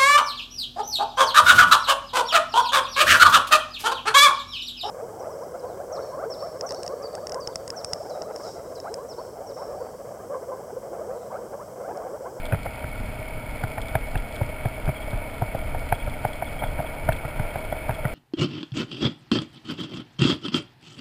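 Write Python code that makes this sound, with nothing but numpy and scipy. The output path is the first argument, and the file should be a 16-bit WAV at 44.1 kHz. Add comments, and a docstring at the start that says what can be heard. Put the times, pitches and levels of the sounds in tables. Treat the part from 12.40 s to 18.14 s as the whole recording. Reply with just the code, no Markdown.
"""From the start a single-cylinder motorcycle gathers a little speed on a gravel forest road.
We hear it inside the closed plastic case of a camera on the rider: exhaust harmonics, engine taps
and tyre noise are coloured by the case, over a low rumble of wind made from filtered noise.
Dry ticks of noise come almost at once, then knocks of the case on its mount, as dying modes with chatter.
After about a second buffets of wind join in, and from the middle on the mount squeaks on a rough sine."""
import sys
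import numpy as np
from scipy import signal
from scipy.fft import rfft, irfft, next_fast_len
from scipy.io import wavfile

SR = 44100
rng = np.random.default_rng(int(sys.argv[2]) if len(sys.argv) > 2 else 0)


def transcribe(u):
    """Save the signal u as a 16-bit wav file named by the first command-line argument.

    u: samples, shape (n,) or (channels, n), limited to [-1, 1]; the rate is SR.
    q: integer samples, one column per channel.
    """
    v = np.clip(np.atleast_2d(u).T, -1, 1)
    q = np.round(v * 32767).astype(np.int16)
    wavfile.write(sys.argv[1], SR, q)


N = 253134  # length in samples
TIME = np.arange(N) / SR  # s
BINS = np.fft.rfftfreq(N, 1 / SR)  # Hz

# Engine speed: t/s, firing rate/Hz
ENGINE_SPEED = [(0.0, 31.6), (0.34, 32.1), (1.18, 32.6), (1.29, 33.5), (1.42, 32.5), (1.93, 33.2),
                (2.43, 33.0), (2.7, 34.0), (3.1, 33.2), (3.32, 33.9), (3.88, 33.9), (4.2, 34.9),
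                (4.78, 34.9), (4.94, 35.8), (5.42, 35.8), (5.74, 36.0)]
# Exhaust note: multiple of the firing rate, level/dB (rms before it wavers)
EXHAUST_HARMONICS = [(1, -54.5), (2, -46.5), (3, -51), (4, -49.5), (5, -56), (6, -55.5), (7, -52.5),
                     (8, -52.5), (9, -53), (10, -59.5), (11, -71), (13, -60.5), (16, -94.5), (19, -85),
                     (22, -91), (28, -67)]
# Resonances of the case as the engine drives them: f/Hz, width/Hz, relative level/dB
ENGINE_RESONANCES = [(2070, 720, -8.5), (2237, 99, 4.5), (2260, 130, -14.5), (2503, 96, -6.5),
                     (2718, 55, -14), (3010, 41, -14), (3186, 235, -14), (3480, 170, -19.5)]
# Resonances of the case as the tyres drive them: f/Hz, width/Hz, relative level/dB
ROAD_RESONANCES = [(477, 143, -5), (623.4, 66, 4), (737, 316, -5), (936, 67, -5), (1217, 103, -13.5),
                   (1403, 195, -7.5)]
# Colour of crunching gravel: f/Hz, relative level/dB
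GRAVEL_COLOUR = [(1000, -52), (2600, -0.5), (3400, 4), (3800, -7.5), (3950, -0.5), (4400, 3), (4700, -1),
                 (5150, 0), (5600, -11.5), (6000, -13.5)]
# Knocks of the case on its mount: t/s, blow level/dB, low thump level/dB, crack level/dB, crack f/Hz
# (knocks() trims the three levels)
KNOCK_EVENTS = [(0.123, -20, -23.5, -23, 1550), (0.133, -28, -21.5, -30, 1600),
                (0.145, -18, -25.5, -26.5, 1410), (0.258, -23, -45, -34, 1320),
                (0.264, -20, -31, -30, 1430), (0.442, -23, -29, -28.5, 1455),
                (0.792, -43, -31.5, -49, 1430), (1.237, -19.5, -23.5, -23, 1496),
                (1.38, -16, -32.5, -25.5, 1560), (1.553, -8, -22.5, -17, 1550),
                (1.755, -18.5, -24.5, -25.5, 1670), (2.014, -17, -20.5, -43, 1385),
                (2.095, -30, -36, -48, 1370), (2.256, -15, -21, -28.5, 1540),
                (2.477, -44, -22.5, -28.5, 1550), (2.49, -13, -22, -39, 1470),
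                (2.732, -24.5, -26.5, -41, 1510), (3.021, -13.5, -21, -32, 1460),
                (3.149, -12.5, -29, -42, 1354), (3.347, -15.5, -36, -30, 1500),
                (3.524, -5.5, -25, -17.5, 1530), (3.676, -19.5, -31, -33, 1410),
                (3.85, -6.5, -26.5, -21.5, 1460), (4.023, -12.5, -39, -27.5, 1484),
                (4.222, -14.5, -35, -32, 1380), (4.237, -11, -32.5, -26.5, 1476),
                (4.391, -22, -29, -33, 1610), (4.402, -13.5, -40, -46, 1420), (4.446, -21, -53, -50, 1410),
                (4.689, -6, -22, -17.5, 1482), (4.721, -26, -43, -26, 1630), (4.849, -19, -32.5, -31, 1340),
                (4.996, -20.5, -24.5, -26, 1470), (5.05, -28, -42, -36, 1670),
                (5.157, -14.5, -34, -29.5, 1500), (5.325, -12, -35, -30, 1450),
                (5.493, -11.5, -23.5, -24.5, 1520), (5.508, -21, -32.5, -28.5, 1730),
                (5.652, -15.5, -22, -22, 1406)]
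# Modes of the case that a knock rings: f/Hz, relative level/dB, t60/s (of the plain decay in ring())
CASE_MODES = [(395, -13.5, .011), (620, -17.5, 0.03), (723, -4.5, 0.009), (878, -16.5, 0.014),
              (1490, -6, 0.0049), (1917, -12.5, 0.017), (2230, -15, 0.0097), (2405, -24.5, 0.0047),
              (3300, -28, 0.0096), (5350, -32.5, 0.0024)]
# Sway of the mount after a knock: f/Hz, relative level/dB, t60/s (of the plain decay in ring())
MOUNT_MODES = [(111.8, 0.5, 0.033), (353, -18, 0.025)]
# Sharpest dry ticks of gravel: t/s, level/dB (ticks() trims it)
TICK_EVENTS = [(0.0543, -31.5), (0.064, -35.5), (1.2375, -33.5), (1.416, -35), (1.4837, -32.5),
               (1.5525, -35), (1.7757, -32), (1.923, -41), (1.9568, -34), (1.9634, -34), (2.4573, -36.5),
               (2.7084, -40), (3.463, -40), (3.697, -36), (3.932, -35.5), (4.7277, -32), (4.7633, -35)]
# Colour of a tick: f/Hz, width/Hz, relative level/dB
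TICK_RESONANCES = [(3340, 186, 7.5), (4220, 1100, -8.5)]
# Clearest squeaks of the mount: t/s at the middle, level/dB (peak before roughness), length/s
SQUEAK_EVENTS = [(2.57, -43.5, .034), (2.628, -43.5, .019), (3.551, -43.5, 0.022), (3.61, -46, 0.038),
                 (4.071, -44, 0.02), (4.201, -42, .019), (4.244, -42.5, .028), (4.28, -46, 0.028),
                 (4.468, -40, 0.012), (5.114, -46, 0.024), (5.326, -42, 0.013), (5.551, -43.5, .016)]
# Colour of the wind rumble: f/Hz, relative level/dB
WIND_COLOUR = [(8, -18), (20, 3.5), (29, -0.5), (48, -8.5), (75, -11), (120, -12), (180, -23.5),
               (260, -22.5), (500, -45.5), (1500, -58.5)]
# Heavy buffets of air: t/s, peak level/dB of the eddy's envelope, f/Hz
BUFFET_EVENTS = [(1.09, -29, 30), (1.501, -28, 47), (1.605, -26, 36.5), (1.745, -18, 36.6),
                 (1.93, -34, 36.3), (2.419, -24, 32), (2.743, -20, 32), (3.49, -24, 30), (3.62, -25, 30.3),
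                 (4.281, -27, 32), (4.706, -24.5, 35.7)]

CRUISE_HZ = 34.1  # firing rate at which the levels of clatter and tyre roar hold
CRACK_HZ = 1496  # crack pitch at which the case modes keep their listed pitch
REBOUND, REBOUND_S = 0.64, 0.001303  # gain and delay of the second contact
CLOSING_S, SETTLING_S = 0.0066, 0.0075  # chatter swells before the blow and dies after it
CHATTER_DB = -18.5  # chatter level for a knock whose blow and thump are listed at 0 dB
CHATTER_PER_BLOW, CHATTER_PER_THUMP = 0.31, 0.26  # dB of chatter per dB of blow and of thump
CONVERTER_HZ, EDGE_HZ = 12000, 15500  # sample rate of the slow converter, upper edge of the sound


def exhaust(turns, waver=0.13):
    """Harmonics of the firing rate, each wavering as the air stream bends the sound."""
    multiples, db = np.transpose(EXHAUST_HARMONICS)
    out = np.zeros(N)
    for k in range(1, 29):
        level = amp(np.interp(k, multiples, db))  # fills in multiples that are not listed
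        strength = level * (1 + waver * drift(rate_hz=7.8))
        phase = 2 * np.pi * (k * turns + rng.random())
        out += strength * np.sqrt(2) * np.cos(phase)
    return out


def clatter(turns, revs, level_db=-42.0, speed_power=2.0, beat=0.23, beat_decay=0.07, valves=0.3):
    """Piston and valve taps peak at each firing and stroke, grow with speed and ring the case."""
    strokes = 4 * turns  # four strokes to each firing
    firing_pulse = beat * np.exp(-(turns % 1) / beat_decay)  # decay as a share of the firing cycle
    stroke_pulse = valves * (1 - strokes % 1) ** 2
    taps = grains(per_s=700, spread_db=3) + rng.standard_normal(N)
    drive = (1 + firing_pulse + stroke_pulse) * taps
    return amp(level_db + speed_power * revs) * unit(colour(drive, humps(ENGINE_RESONANCES)))


def tyres(revs, roar_db=-38.0, speed_power=2.4, patchy_db=-0.1, gravel_db=-55, hiss=1.45):
    """Knobbly treads roar through the case, louder with speed, and loose stones crunch steadily."""
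    treads = grains(per_s=900, spread_db=3) + rng.standard_normal(N)
    roar = unit(colour(treads, humps(ROAD_RESONANCES)))
    roar_level = amp(roar_db + speed_power * revs + patchy_db * drift(rate_hz=5.2))
    stones = grains(per_s=400, spread_db=6) + hiss * rng.standard_normal(N)
    crunch = unit(colour(stones, slopes(GRAVEL_COLOUR)))
    return roar_level * roar + amp(gravel_db) * crunch


def knocks(blow_db=-2.5, crack_db=6, thump_db=6.5, split_hz=1200, scatter=0.045, sway_scatter=0.084):
    """The case strikes the mount and rebounds, ringing its modes; the mount sways with a low thump."""
    out, t = np.zeros(N), np.arange(SR // 8) / SR
    for s, blow, thump, crack, crack_hz in KNOCK_EVENTS:
        sway = 1 + sway_scatter * rng.standard_normal()
        stiffness = crack_hz / CRACK_HZ  # a stiffer contact rings higher and rebounds sooner
        contact = np.zeros(len(t))
        for hz, db, t60 in CASE_MODES:
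            detune = 1 + scatter * rng.standard_normal()
            # The blow drives the lower modes, the crack the upper ones
            drive_db = blow + blow_db if hz < split_hz else crack + crack_db
            contact += amp(drive_db + db) * ring(t, hz * stiffness * detune, t60)
        add(out, s, contact)
        # The quick second contact gives a hollow colour
        add(out, s + REBOUND_S / stiffness, REBOUND * contact)
        for hz, db, t60 in MOUNT_MODES:
            add(out, s, -amp(thump + thump_db + db) * ring(t, hz * sway, t60))
    return out


def chatter():
    """The case chatters as its play closes before a knock and settles after; heavy knocks chatter more."""
    envelope, t = np.zeros(N), np.arange(-SR // 16, SR // 16) / SR
    swell = np.exp(np.minimum(t / CLOSING_S, -t / SETTLING_S))
    for s, blow, thump, *_ in KNOCK_EVENTS:
        level_db = CHATTER_DB + CHATTER_PER_BLOW * blow + CHATTER_PER_THUMP * thump
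        add(envelope, s + t[0], amp(level_db) * swell)
    return envelope * unit(colour(grains(per_s=3400, spread_db=0.5), humps(ROAD_RESONANCES)))


def ticks(trim_db=-1.5, decay_s=0.0034, faint_db=-44.5, faint_count=10):
    """Gravel stones tick against the bike: some sharp bursts of noise, and faint ones at random times."""
    envelope, t = np.zeros(N), np.arange(SR // 20) / SR
    sharp = [(s, db + trim_db) for s, db in TICK_EVENTS]
    faint = [(s, faint_db) for s in rng.uniform(0, N / SR, faint_count)]
    for s, db in sharp + faint:
        add(envelope, s, amp(db) * np.exp(-t / decay_s))
    return envelope * unit(colour(rng.standard_normal(N), humps(TICK_RESONANCES)))


def squeaks(hz=3310, rough=0.16, flutter=0.025, pitch_spread=0.014):
    """Slips of the plastic joint make it sing briefly on a slightly rough, unsteady note."""
    envelope = np.zeros(N)
    for s, db, length in SQUEAK_EVENTS:
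        envelope += amp(db) * np.exp(-(2 * (TIME - s) / length) ** 4)
    pitch = hz * (1 + flutter * drift(rate_hz=400) + pitch_spread * drift(rate_hz=28.4))
    note = np.sin(2 * np.pi * np.cumsum(pitch) / SR)
    return envelope * (1 + rough * drift(rate_hz=150)) * note


def wind(level_db=-34.0, lumpy_db=2.5, swell_db=2.5, swell_s=0.11, buffet_t60=0.11):
    """Low, lumpy rumble of the air stream; at a buffet it swells and one large eddy shakes the case."""
    swell = sum(np.exp(-((TIME - s) / swell_s) ** 2) for s, _, _ in BUFFET_EVENTS)
    rumble = colour(rng.standard_normal(N), slopes(WIND_COLOUR))
    eddies = unit(rumble * amp(lumpy_db * drift(rate_hz=5.4)))
    out = amp(level_db + swell_db * swell) * eddies
    t = np.arange(SR // 2) / SR
    for s, db, hz in BUFFET_EVENTS:
        add(out, s, amp(db) * ring(t, hz, buffet_t60))
    return out


def revs_db(speed):
    """How far the engine runs above its cruising speed, in dB."""
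    return 20 * np.log10(speed / CRUISE_HZ)


def ring(t, hz, t60):
    """A sine whose envelope swells, peaks at 1 and dies away; t60 belongs to its plain decay."""
    u = np.maximum(t, 0) * np.log(1000) / t60
    return u * np.exp(1 - u) * np.sin(2 * np.pi * hz * t)


def grains(per_s, spread_db):
    """Random clicks, many small and a few large, scaled together to rms 1."""
    size_db = spread_db * np.minimum(rng.exponential(1, N), 4)
    sizes = amp(size_db) * rng.choice([-1, 1], N)
    return unit(sizes * (rng.random(N) < per_s / SR))


def drift(rate_hz):
    """Slow random wandering of rms 1: noise with its fast changes smoothed away."""
    size = next_fast_len(N)
    low_pass = np.exp(-(np.fft.rfftfreq(size, 1 / SR) / rate_hz) ** 2)
    return unit(irfft(rfft(rng.standard_normal(size)) * low_pass, size)[:N])


def colour(x, gain):
    """Filters with a given gain per bin, timed so that ringing follows its cause (minimum phase)."""
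    cepstrum = irfft(np.log(np.maximum(gain, 1e-5)), N)
    fold = 1 + np.sign(np.fft.fftfreq(N))  # moves all the ringing to after the cause
    return irfft(rfft(x) * np.exp(rfft(cepstrum * fold)), N)


def humps(resonances):
    """Gain per bin of a set of steep-sided resonances, added as power."""
    power = np.zeros(len(BINS))
    for hz, width, db in resonances:
        power += amp(db) ** 2 / (1 + ((BINS - hz) / width) ** 2 * 2) ** 2
    return np.sqrt(power)


def slopes(points):
    """Gain per bin of a spectrum drawn with straight lines on a log-frequency axis."""
    hz, db = np.transpose(points)
    return amp(np.interp(np.log(BINS + 1), np.log(hz), db))


def curve(rows):
    """A control curve at every sample."""
    return np.interp(TIME, *np.transpose(rows))


def add(mix, s, sound):
    """Mixes a sound in at time s, in seconds."""
    part = mix[max(round(s * SR), 0):][:len(sound)]
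    part += sound[:len(part)]


def amp(db):
    """Decibels to gain."""
    return 10 ** (np.asarray(db) / 20)


def unit(x):
    """Scales to rms 1."""
    return x / np.sqrt(np.mean(x ** 2) + 1e-20)


def scene():
    """Engine speed drives exhaust, clatter and tyre roar; all reaches one microphone in the case."""
    speed = curve(ENGINE_SPEED)
    turns = np.cumsum(speed) / SR  # firings so far
    revs = revs_db(speed)
    ride = exhaust(turns) + clatter(turns, revs) + tyres(revs)
    mount = knocks() + chatter() + ticks() + squeaks()
    return (ride + mount + wind())[None]


def record(dry):
    """A slow converter holds each sample, mirroring sound into a gritty treble; then a band limit."""
    slow = signal.resample_poly(dry, CONVERTER_HZ, SR, axis=1)
    steps = np.repeat(slow, 8, axis=1)
    held = signal.resample_poly(steps, SR, 8 * CONVERTER_HZ, axis=1)[:, :N]
    low_pass = signal.firwin(301, EDGE_HZ, window=("kaiser", 9), fs=SR)
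    return signal.oaconvolve(held, low_pass[None], "same")


dry = scene()
out = record(dry)
transcribe(out)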